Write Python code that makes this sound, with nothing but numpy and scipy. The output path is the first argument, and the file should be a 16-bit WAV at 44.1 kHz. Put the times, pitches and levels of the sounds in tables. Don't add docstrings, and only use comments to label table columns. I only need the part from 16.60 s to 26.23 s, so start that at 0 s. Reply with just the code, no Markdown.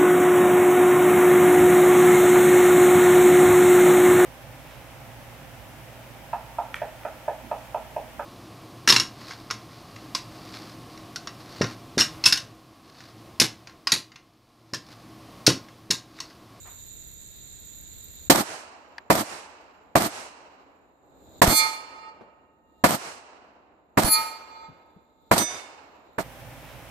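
import sys
import numpy as np
from scipy import signal
from scipy.fft import rfft, irfft
from scipy.io import wavfile
from scipy.ndimage import uniform_filter1d, minimum_filter1d

SR = 44100
rng = np.random.default_rng(int(sys.argv[2]) if len(sys.argv) > 2 else 0)


def store_wav(level_fs):
    pcm = np.round(np.clip(np.atleast_2d(level_fs), -1, 1) * 32767)
    wavfile.write(sys.argv[1], SR, pcm.T.astype(np.int16))


N = 424683
TIME_S = np.arange(N) / SR
AGE_S = np.arange(2 * SR) / SR

# centre in Hz, width in Hz, level in dB, pan in dB, drift in dB/s.
CICADA_VOICES = [(3850, 560, -58.5, 8, 1.0), (7100, 390, -48, -12, -0.45), (8230, 320, -63.5, -10, -0.5)]
# frequency in Hz, relative level in dB.
WIND_SPECTRUM = [(12, -41), (20, -5.5), (83, -3), (168, -12), (260, -15.5), (362, -17.5), (594, -23.5),
                 (1150, -31.5), (1740, -27), (2800, -29), (3640, -57), (6160, -120)]
BODY_SPECTRUM = [(18, -63), (30, -15.5), (178, -3.5), (278, -1), (307, 1), (325, 0.5), (436, -10),
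                 (632, -0.5), (864, -5), (1010, -8), (1280, -8.5), (1550, -12.5), (1710, -12.5),
                 (2160, -16), (3200, -31.5), (4160, -55.5), (7040, -120)]
CRACK_SPECTRUM = [(1470, -40.5), (2500, -6.5), (3060, -2.5), (4190, 0), (6480, -3.5), (8480, 0.5),
                  (11300, -9), (12400, -0.5), (14000, -4.5), (15000, -21.5)]
SLOPE_SPECTRUM = [(59, -41), (100, -4), (126, -15.5), (248, -11), (332, -2.5), (452, -2), (698, 2),
                  (2790, -9), (3430, -14), (5300, -11), (8350, -14), (12600, -26), (14000, -48)]
HILL_SPECTRUM = [(18, -51), (30, -18), (76, -8), (108, -19), (207, -13), (286, -5), (333, -7.5), (907, -2),
                 (1970, -15), (2800, -14), (3510, -26), (4080, -20.5), (8450, -28.5), (12000, -63),
                 (15600, -92), (22000, -120)]
# start in seconds, level in dB, centre and width in Hz, rise and decay in seconds.
KNOCKS = [(0.039, -65, 860, 1010, 0.023, 0.058), (5.607, -25, 363, 365, 0.0028, 0.02),
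          (5.612, -38.5, 620, 157, 0.0027, 0.084), (8.078, -34.5, 152, 123.5, 0.009, 0.035),
          (8.359, -27, 187, 88, 0.0055, 0.0087), (9.489, -35.5, 352.4, 300, 0.0016, 0.0033)]
# start in seconds, level in dB, extra direct crack in dB, echo gain in dB, pan in dB,
# delay of the slap from the target line in seconds.
SHOTS = [(1.6980, -2.5, 11, 2, -3, .061), (2.5, 0.5, 0, -0.5, -3, 0.054), (3.3531, 1, -0.5, 0, -2.5, 0.068),
         (4.8160, 6.5, 4, 1.5, -3, 0.059), (6.2384, 8, 1.5, -0.5, -2.5, 0.069),
         (7.372, 1.5, -2.5, 0.5, -3, .063), (8.7115, -3, -1, 0, -3, 0.069),
         (9.5818, -14, -8, -3, -5.5, .057)]
# near and far edge in metres, body and crack echo in dB.
BANKS = [(2.6, 5.2, -12.5, -16.5), (9.15, 10.55, -13, -20.5), (13.5, 19.46, -15, -20),
         (37.7, 42, -37.5, -56.5)]
# frequency in Hz, T60 in seconds.
HILL_DECAY = [(80, 63), (300, 7.2), (900, 2.7), (2500, 1.8), (5000, 1.1), (10000, 0.53)]
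# frequency in Hz, side minus mid in dB, pan in dB.
STEREO_IMAGE = [(60, -1, 6.5), (250, -10, 2), (506, -7.5, 1), (1040, -0.5, 1), (2000, 1, -2),
                (3980, 0.5, -6), (10000, -0.5, -1.5)]
# centre and width in Hz, level in dB, decay in seconds.
CLACK_MODES = [(940, 220, -28.5, 0.0062), (1740, 750, -21.5, 0.0038), (4560, 800, -25.5, 0.0022)]
# frequency in Hz, relative peak in dB, T60 in seconds, pan in dB.
FIRST_POPPER = [(885, -25, 2.0, -4), (1263, -21, 1.8, -3), (1853, -38, 2.2, -3), (2124, -23, 1.1, -10),
                (2345, -20, 1.2, -8), (2789, -39, 2.4, 0), (3510, -26, .9, -3), (4015, -28, .9, -9),
                (4350, -14, .85, -11), (4643, -28, 1.0, -14), (4995, -24, .9, -14), (6215, -20, .7, -18),
                (7275, -28, .9, -5), (7515, -21, .6, -4), (7820, -26, .7, -7), (8720, -20, .5, -11),
                (10198, -18, .6, -6), (10975, -21, .45, 10), (11960, -30, .5, 6), (12598, -18, .4, 0),
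                (13910, -23, .55, -9)]
SECOND_POPPER = [(893, -23, 2.2, -4), (1270, -17, 1.6, -2), (1876, -35, 1.2, -4), (2146, -28, 1.6, -11),
                 (2398, -23, 1.3, -10), (3535, -35, 2.0, 6), (4027, -30, 1.5, -8), (4375, -13, .85, -7),
                 (4673, -20, 1.1, -8), (4972, -28, .9, -14), (6244, -30, 1.1, -15), (7087, -27, .6, 14),
                 (7542, -26, 1.1, 3), (10249, -10, .45, -2), (11016, -10, .42, 4), (11970, -30, .9, 6),
                 (13980, -12, .45, 0), (14215, -26, .5, -2)]
SMALL_PLATE = [(1733, -30, .7, -3), (2200, -27, .8, -16), (3607, -24, .55, 3), (4883, -30, .6, -5),
               (5303, -30, .35, -5), (6016, -12, .4, -22), (6236, -24, .25, -14), (7224, -29, .2, 8),
               (8486, -13, .2, -15), (9808, -28, .2, -3)]
# start in seconds, plate, ring in dB, beam boost at 5 kHz in dB (0: stays
# upright), beam delay at 1 kHz in seconds, thump in dB, thump pan in dB, splash in dB.
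STRIKES = [(4.879, FIRST_POPPER, 8, 9, 0.17, 7.5, 0.5, -18),
           (7.445, SECOND_POPPER, 2.5, 12, 0.15, 0, -12, -19.5),
           (8.779, SMALL_PLATE, -9.5, 0, 0, -30.5, 13, -12)]


def undb(db):
    return 10 ** (np.asarray(db) / 20)


def unit(x):
    return x / np.sqrt(np.mean(x ** 2))


def at_hz(table, hz, column=1):
    rows = np.array(table, float)
    return np.interp(np.log(np.maximum(hz, 1)), np.log(rows[:, 0]), rows[:, column])


def pan(db):
    gains = undb(np.array([[1], [-1]]) * db / 2)
    return gains / np.sqrt(np.mean(gains ** 2, axis=0))


def add(out, start_s, x):
    i = int(start_s * SR)
    out[:, i:i + x.shape[1]] += x[:, :N - i]


def walk(rate_hz, size=len(AGE_S)):
    steps = np.arange(size) * rate_hz / SR
    count = int(steps[-1]) + 2
    return np.interp(steps, np.arange(count), rng.standard_normal(count))


def swell(peak_s, spread_s):
    return np.exp(-((AGE_S - peak_s) / spread_s) ** 2)


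def resonance(hz, width_hz, size):
    bin_hz = np.fft.rfftfreq(size, 1 / SR) + 1
    detuning = (bin_hz ** 2 - hz ** 2) / (2 * bin_hz * width_hz)
    return unit(irfft(rfft(rng.standard_normal((2, size))) / (1 + 2 * detuning ** 2), size))


def cicadas(shimmer_db=1.0):
    return sum(resonance(hz, width_hz, N) * pan(pan_db)
               * undb(db + drift_db_per_s * TIME_S + shimmer_db * walk(30, N))
               for hz, width_hz, db, pan_db, drift_db_per_s in CICADA_VOICES)


def ticking_insect(db=-55, rate_hz=95, tick_s=.002, haze=.3, band_hz=(11700, 14700), pan_db=-6):
    gap_jitter, level_jitter = rng.standard_normal((int(2 * rate_hz * N / SR), 2)).T
    onsets = np.cumsum(SR / rate_hz * np.exp(0.46 * gap_jitter)).astype(int)
    ticks = np.zeros(N)
    ticks[onsets[onsets < N]] = undb(3 * level_jitter[onsets < N])
    pulses = signal.lfilter([1], [1, -np.exp(-1 / (tick_s * SR))], ticks)
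    envelope = pulses * undb(2.3 * walk(4, N)) + haze
    wing = signal.butter(4, band_hz, "band", fs=SR, output="sos")
    return undb(db) * pan(pan_db) * unit(signal.sosfilt(wing, envelope * rng.standard_normal((2, N))))


def wind(db=-52, gust_db=1, bass_pan_db=8):
    hz = np.fft.rfftfreq(N, 1 / SR)
    lean = pan(bass_pan_db / (1 + (hz / 170) ** 4))
    air = irfft(rfft(rng.standard_normal((2, N))) * lean * undb(at_hz(WIND_SPECTRUM, hz)), N)
    return unit(air) * undb(db + gust_db * walk(4.7, N))


def blow(hz, width_hz, rise_s, decay_s):
    noise = resonance(hz, width_hz, len(AGE_S))
    return unit(noise + noise[0]) * (1 - np.exp(-(AGE_S / rise_s) ** 2)) * np.exp(-AGE_S / decay_s)


def knocks():
    out = np.zeros((2, N))
    for start_s, db, hz, width_hz, rise_s, decay_s in KNOCKS:
        add(out, start_s, undb(db) * blow(hz, width_hz, rise_s, decay_s))
    return out


def scatter(spectrum):
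    hz = np.fft.rfftfreq(len(AGE_S), 1 / SR)
    mid, side = rfft(rng.standard_normal((2, len(AGE_S))))
    ears = mid + np.array([[1], [-1]]) * side * undb(at_hz(STEREO_IMAGE, hz))
    return unit(irfft(ears * pan(at_hz(STEREO_IMAGE, hz, column=2)) * undb(at_hz(spectrum, hz))))


def path_power(body_db, crack_db, first_s, last_s, rise_s, decay_s):
    outside = np.maximum((first_s - AGE_S) / rise_s, (AGE_S - last_s) / decay_s)
    return np.outer(undb([body_db, crack_db]), np.exp(-np.maximum(outside, 0))) ** 2


def pistol(shared=.6, front_s=0.00021, highpass_hz=55):
    out = np.zeros((2, N))
    body_grain, crack_grain = scatter(BODY_SPECTRUM), scatter(CRACK_SPECTRUM)
    banks = bank_echoes()
    front = np.minimum(AGE_S / front_s, 1)
    for start_s, db, crack_db, echo_db, pan_db, slap_s in SHOTS:
        direct = path_power(2.5, crack_db - 12, first_s=.004, last_s=.004, rise_s=0.0019, decay_s=0.013)
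        slap = path_power(-7.5, -10.5, slap_s, slap_s, rise_s=.0004, decay_s=0.0023)
        body_gain, crack_gain = np.sqrt(direct + undb(echo_db) ** 2 * (banks + slap))
        body = np.sqrt(shared) * body_grain + np.sqrt(1 - shared) * scatter(BODY_SPECTRUM)
        crack = np.sqrt(shared) * crack_grain + np.sqrt(1 - shared) * scatter(CRACK_SPECTRUM)
        blast = front * (body * body_gain + crack * crack_gain)
        far_echoes = undb(echo_db) * (slope_echo() + hill_echo())
        add(out, start_s, undb(db) * pan(pan_db) * (blast + far_echoes))
    return signal.sosfilt(signal.butter(2, highpass_hz, "high", fs=SR, output="sos"), out)


def low_pulse(decay_s, front_s):
    return 2 * (1 - AGE_S / (1.3 * decay_s)) * np.exp(-AGE_S / decay_s) * (1 - np.exp(-AGE_S / front_s))


def muzzle_punch(punch_db=-7):
    out = np.zeros((2, N))
    pulse = low_pulse(decay_s=0.0015, front_s=0.00031)
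    for start_s, db, _, _, pan_db, _ in SHOTS:
        add(out, start_s, undb(db + punch_db) * pan(pan_db) * pulse)
    return out


def bank_echoes(sound_m_per_s=343, rise_s=0.0098, decay_s=0.012):
    return sum(path_power(body_db, crack_db, 2 * near_m / sound_m_per_s, 2 * far_m / sound_m_per_s,
                          rise_s, decay_s)
               for near_m, far_m, body_db, crack_db in BANKS)


def slope_echo(db=-28.5):
    return undb(db) * scatter(SLOPE_SPECTRUM) * swell(peak_s=0.21, spread_s=.1)


def hill_echo(db=-39.5, rise_s=0.25, pivot_s=.45, last_hill_s=1.377, flutter_db=1.0):
    hz, frame_s, frames = signal.stft(scatter(HILL_SPECTRUM), SR, nperseg=512)
    fade = undb(-60 * (frame_s - pivot_s) / at_hz(HILL_DECAY, hz)[:, None])
    roll = signal.istft(frames * fade, SR)[1][:, :len(AGE_S)]
    envelope = np.minimum(AGE_S / rise_s, 1) ** 2 * np.exp(-(AGE_S / last_hill_s) ** 6)
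    return roll * envelope * undb(db + flutter_db * walk(63))


def clack(start_s=2.3815, rise_s=0.00038):
    out = np.zeros((2, N))
    for hz, width_hz, db, decay_s in CLACK_MODES:
        add(out, start_s, undb(db) * blow(hz, width_hz, rise_s, decay_s))
    return out


def steel_hits(splash_s=0.014):
    out = np.zeros((2, N))
    pulse = -low_pulse(decay_s=0.0037, front_s=0.0012)
    for start_s, modes, ring_db, beam_db, beam_s, thump_db, pan_db, splash_db in STRIKES:
        thump = undb(thump_db) * pan(pan_db) * pulse
        splash = undb(splash_db) * scatter(CRACK_SPECTRUM) * np.exp(-AGE_S / splash_s)
        ring = undb(ring_db) * plate_ring(modes, beam_db, beam_s)
        add(out, start_s, thump + splash + ring)
    return out


def plate_ring(modes, beam_db, beam_s, onset_db=-16, onset_s=0.029, echo_depth=0.54, echo_rise_s=0.29):
    out = 0
    for hz, db, t60_s, pan_db in modes:
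        envelope_db = -60 * AGE_S / t60_s + onset_db * np.exp(-AGE_S / onset_s)
        if beam_db > 1:
            envelope_db += beam_sweep_db(hz / 1000, beam_db, beam_s) + tipping_db()
        echoes = np.array([walk(70) + 1j * walk(70) for _ in range(2)])
        waver = 1 + echo_depth * np.minimum(AGE_S / echo_rise_s, 1) * echoes
        tone = np.imag(waver * np.exp(2j * np.pi * (hz * AGE_S + .5 * rng.random((2, 1)))))
        out = out + np.sqrt(2) * undb(db + envelope_db - envelope_db.max()) * pan(pan_db) * tone
    return out


def beam_sweep_db(khz, beam_db, beam_s):
    sweep = swell(peak_s=beam_s / khz ** 0.23, spread_s=0.39 * beam_s / khz ** 0.38)
    return beam_db * (khz / 5) ** 0.21 * sweep


def tipping_db(edge_on_db=-7.5, face_db=5.5, landed_db=-6.5, touchdown_s=0.609, landing_s=0.053):
    turning_db = edge_on_db * swell(0.39, 0.11) + face_db * swell(0.645, 0.063)
    landed = np.clip((AGE_S - touchdown_s) / landing_s, 0, 1)
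    return turning_db * (1 - landed) + landed_db * landed


def recent_min(x, window_s):
    half = int(window_s * SR / 2)
    return minimum_filter1d(x, 2 * half + 1, origin=half, mode="nearest")


def lag(x, tau_s):
    pole = np.exp(-1 / (tau_s * SR))
    return signal.lfilter([1 - pole], [1, -pole], x)


def gain_control(x, threshold_db=-12.5, attack_s=0.00068, hold_s=0.96, release_db_per_s=60,
                 margin_db=11, memory_s=0.25, slow_share=.15, settle_s=.12):
    power = uniform_filter1d(np.mean(x ** 2, axis=0), int(0.025 * SR))
    cut_db = np.minimum(threshold_db - 10 * np.log10(np.maximum(power, 1e-12)), 0)
    deepest_db = recent_min(cut_db, memory_s)
    held_db = recent_min(np.where(cut_db < deepest_db + margin_db, deepest_db, cut_db), hold_s)
    ramp_db = release_db_per_s * TIME_S
    gain_db = np.minimum.accumulate(held_db - ramp_db) + ramp_db
    return x * undb((1 - slow_share) * lag(gain_db, attack_s) + slow_share * lag(gain_db, settle_s))


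def scene(foreground_db=20.5):
    foreground = pistol() + muzzle_punch() + steel_hits() + knocks() + clack()
    return undb(foreground_db) * foreground + cicadas() + ticking_insect() + wind()


def record(dry):
    rounded = 1.244 * np.tanh(gain_control(dry) / 1.167)
    lowpass_hz = 14800
    return signal.sosfilt(signal.ellip(8, .2, 70, lowpass_hz, fs=SR, output="sos"), rounded)


dry = scene()
out = record(dry)
store_wav(out)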